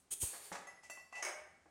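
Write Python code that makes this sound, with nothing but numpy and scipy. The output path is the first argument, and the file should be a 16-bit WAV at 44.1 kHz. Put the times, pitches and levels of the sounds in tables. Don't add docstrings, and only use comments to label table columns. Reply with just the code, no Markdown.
import sys
import numpy as np
from scipy import signal
from scipy.fft import rfft, irfft, next_fast_len
from scipy.io import wavfile

SR = 44100
rng = np.random.default_rng(int(sys.argv[2]) if len(sys.argv) > 2 else 0)


def inscribe(sig):
    pcm = np.round(np.clip(np.atleast_2d(sig).T, -1, 1) * 32767)
    wavfile.write(sys.argv[1], SR, pcm.astype(np.int16))


N = 74970


def amp(db):
    return 10 ** (np.asarray(db) / 20)


def unit(x):
    return x / np.sqrt(np.mean(x ** 2) + 1e-20)


def clock():
    return np.arange(N) / SR


def along(points, hz):
    f, v = np.transpose(points)
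    return np.interp(np.log(hz + 1), np.log(f + 1), v)


def level(points):
    return amp(np.interp(clock(), *np.transpose(points)))


def filtered(x, response):
    size = next_fast_len(N + SR // 2)
    return irfft(rfft(x, size) * response(np.fft.rfftfreq(size, 1 / SR)), size)[:N]


def octaves(hz):
    return np.log2((hz + 50) / 2000)


def noise(colour, tilt=0):
    white = rng.standard_normal(N)
    return unit(filtered(white, lambda hz: amp(along(colour, hz) + tilt * octaves(hz))))


def resonant(peaks):
    def response(f):
        return sum(amp(db) / (1 + ((f - hz) / (width / 2)) ** 2) for hz, width, db in peaks)
    return unit(filtered(rng.standard_normal(N), response))


def envelope(start, rise, hold, t60):
    t = clock() - start
    return np.clip(t / max(rise, 1e-4), 0, 1) * amp(-60 * np.maximum(t - rise - hold, 0) / t60)


def ring(modes, start, tilt, wander, twin=0):
    t = np.arange(3 * SR // 4) / SR
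    steps = np.arange(0, t[-1], 0.005)
    twin_gap_hz, scatter_db = 20, 0.5
    tones = np.zeros(len(t))
    for hz, db, t60 in modes:
        chance = rng.standard_normal(len(steps) + 2)
        drift = wander * np.sqrt(hz / 2000) * np.cumsum(chance[2:])
        phase = 2 * np.pi * hz * t + np.interp(t, steps, np.pi * chance[1] + drift)
        pair = np.sin(phase) - twin * np.sin(phase + 2 * np.pi * twin_gap_hz * t)
        gain = amp(db + tilt * octaves(hz) + scatter_db * chance[0])
        tones += gain * amp(-60 * t / t60) * pair
    return np.pad(tones * np.clip(t / 0.001, 0, 1), (round(start * SR), N))[:N]


def blows(hits, colour, modes, t60):
    sound = 0
    for start, db, tilt in hits:
        clatter = noise(colour, tilt) * envelope(start, 0.00077, 0, t60)
        sound += amp(db) * (clatter + ring(modes, start, tilt, wander=0.62))
    return sound


def room(x, wet_db):
    fade_times = [(100, 0.35), (300, 0.84), (800, 0.62), (2000, 0.77), (6000, 0.46), (10000, 0.49),
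                  (16000, 0.48)]
    hz, t, spectrum = signal.stft(rng.standard_normal(SR), SR, nperseg=256)
    fade = amp(-60 * t / along(fade_times, hz)[:, None])
    tail = signal.istft(spectrum * fade, SR, nperseg=256)[1]
    tail = np.pad(tail / np.linalg.norm(tail), (SR // 250, 0))
    return x + amp(wet_db) * signal.fftconvolve(x, tail)[:N]


def background():
    colour = [(25, -9), (150, 2), (480, -2), (750, -2.5), (3500, -14), (8500, -12.5), (15800, -41)]
    swell = [(1.3, -88), (1.47, -77.5), (1.7, -77.5)]
    return amp(-75.5) * noise(colour) + level(swell) * resonant([(76.5, 14, 0)])


def sliding_ram():
    note = [(800, 8, 0)]
    loudness = [(.2, -105), (.37, -88), (.42, -61), (.49, -75.5), (.63, -60), (.9, -125)]
    return resonant(note) * level(loudness)


def head_knocks():
    hits = [(.109, -63, 2), (.333, -53, -2.5), (.346, -56, 5), (.5165, -43, -3), (.524, -46, 6),
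            (.551, -45, 2.5), (1.657, -64.5, -6)]
    colour = [(60, -55), (170, -8.5), (450, 0), (750, 5.5), (1100, 3), (2100, 0.5), (2800, -12.5),
              (6500, -14), (9000, -20), (14000, -55)]
    modes = [(159, -39, 0.26), (584, -25, 0.61), (767, -22.5, 0.4), (850, -21, 0.23), (1680, -10.5, 0.18)]
    return room(blows(hits, colour, modes, t60=0.15), wet_db=-3.5)


def metal_clank():
    hits = [(1.225, -40.5, 2), (1.249, -41.5, 2.5), (1.264, -43, -1), (1.285, -44.5, -0.5)]
    colour = [(200, -43), (330, -7.5), (600, -1), (1500, -4), (2200, -2), (2600, -13), (4500, -23.5),
              (5300, -9), (6600, -16), (7500, -20.5), (9500, -17), (10500, -29), (15800, -39.5)]
    modes = [(609, -11.5, 0.41), (785, -23.5, 1), (1620, -15, 0.3), (2210, -6.5, 0.11), (3016, -18.5, 0.2),
             (5180, -8.5, 0.034), (6486, 1, 0.054), (8130, -17, 0.31), (9560, -12, 0.045)]
    return room(blows(hits, colour, modes, t60=0.18), wet_db=-3.5)


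def bottles():
    # t/s, first bottle/dB, second bottle/dB, base knock/dB, tilt/(dB per octave)
    clinks = [(0.67, -54, -65.5, -51.5, 1), (0.833, -62.5, -68, -64, -1), (0.898, -56, -50, -48, 1),
              (0.973, -66.5, -55.5, -55, -3.5), (1.125, -53.5, -50.5, -52.5, -5.5),
              (1.153, -52, -46, -53, -5.5), (1.167, -59, -62, -56.5, 0)]
    # f/Hz, level/dB, t60/s
    first = [(1973, 2.5, 0.56), (5160, -17, 0.81), (6428, -2.5, 0.16), (8160, -19.5, 0.29),
             (10050, -22, 0.67), (10540, -9, 0.12), (15000, -29, 0.16)]
    second = [(2666, -1.5, 0.39), (3510, -25, 0.24), (4350, -18, 0.37), (4610, -14, 0.43),
              (5020, -29, 0.32), (5570, -17.5, 0.56), (6000, -14, 0.17), (7520, -7, 0.15),
              (7340, -13.5, 0.33), (9080, -11.5, 0.26), (11560, -32, 0.46)]
    # t/s, rise/s, hold/s, t60/s, level/dB, tilt/(dB per octave)
    scrapes = [(0.826, 0.013, 0.01, 0.18, -62.5, 2), (1.122, 0.048, 0.027, 0.2, -54.5, -2.5)]
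    # f/Hz, level/dB
    scrape_colour = [(300, -19), (750, 15.5), (1300, -1.5), (2500, 9.5), (3700, -4), (5500, 4.5), (8000, 4),
                     (15000, -26)]
    base_colour = [(100, -47), (280, -9.5), (470, -23), (660, 1.5), (1050, -1), (1500, -9.5), (3000, -17.5)]
    shimmer = [(hz, -13.5 - 10.5 * np.log2(hz / 4980), 0.26) for hz in rng.uniform(4980, 16300, 30)]
    first_twin = amp(-3.5)
    pings = overtones = 0
    for start, first_db, second_db, _, tilt in clinks:
        for modes, db, twin in ((first, first_db, first_twin), (list(second) + shimmer, second_db, 0)):
            pings += amp(db) * ring(modes[:1], start, tilt, wander=0.55, twin=twin)
            overtones += amp(db) * ring(modes[1:], start, tilt, wander=0.5)
    pings = room(pings, wet_db=-9)
    knocks = sum(amp(db) * noise(base_colour) * envelope(start, 0.0012, 0.0043, t60=0.021)
                 for start, _, _, db, _ in clinks)
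    knocks = signal.sosfilt(signal.butter(4, 3500, "lowpass", fs=SR, output="sos"), knocks)
    slide = sum(amp(db) * noise(scrape_colour, tilt) * envelope(start, rise, hold, t60)
                for start, rise, hold, t60, db, tilt in scrapes)
    return pings + room(overtones, wet_db=-2) + room(knocks + slide, wet_db=-2.5)


def seal_pop():
    colour = [(110, 4.5), (220, -8.5), (370, 1.5), (550, -10), (1100, -10.5), (2000, -46)]
    start, pop_hz, glide_s = 0.2312, 51.4, 0.0025
    t = np.maximum(clock() - start, 0)
    cycles = pop_hz * (t + glide_s * (1 - np.exp(-t / glide_s)))
    thump = amp(-46.5) * envelope(start, 0.0032, 0, t60=0.085) * np.sin(2 * np.pi * cycles)
    puff = amp(-40) * noise(colour) * envelope(0.2255, 0.009, 0.0011, t60=0.03)
    return signal.sosfilt(signal.butter(3, 36, "highpass", fs=SR, output="sos"), thump + puff)


def cylinder_vent():
    flow = [(.2, -110), (.228, -51.5), (.265, -53.5), (.30, -56.5), (.35, -55), (.40, -60.5), (.46, -54.5),
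            (.50, -65.5), (.7, -130)]
    colour = [(150, -38), (400, -6), (800, -8), (1500, -8.5), (5300, -9.5), (8800, -3.5), (11000, -5.5),
              (13500, -11), (15800, -19)]
    whistles = [(4480, 115, -1.5), (7000, 170, -2), (8330, 240, -7), (9100, 790, -3)]
    exhaust = unit(noise(colour) + amp(-3.5) * resonant(whistles))
    return room(exhaust * level(flow), wet_db=-1.5)


def valve_spit():
    bursts = [(0.105, 0.016, 0.017, 0.031, -38), (0.199, 0.0074, 0.0059, 0.088, -43.5),
              (0.211, 0.011, 0.0086, 0.29, -36.5)]
    colour = [(400, -18), (1400, -29), (3100, -14), (5300, -18.5), (6800, -1.5), (7700, -10), (8500, 1),
              (10100, -4.5), (15800, -19)]
    whistles = [(3166, 88, -18), (8320, 530, -3), (9360, 240, -5)]
    jet = unit(noise(colour) + amp(-2.5) * resonant(whistles))
    flow = sum(amp(db) * envelope(start, rise, hold, t60) for start, rise, hold, t60, db in bursts)
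    leak = amp(-70.5 - 60 * clock() / 0.21)
    return room(jet * (flow + leak), wet_db=-7)


def scene():
    metal = head_knocks() + metal_clank()
    filler = valve_spit() + cylinder_vent() + sliding_ram() + seal_pop()
    return (metal + filler + bottles() + background())[None]


def record(dry):
    ceiling, top_hz = amp(-29), 15900
    rounded = dry / (1 + (dry / ceiling) ** 6) ** (1 / 6)
    return np.array([filtered(x, lambda hz: hz < top_hz) for x in rounded])


dry = scene()
out = record(dry)
inscribe(out)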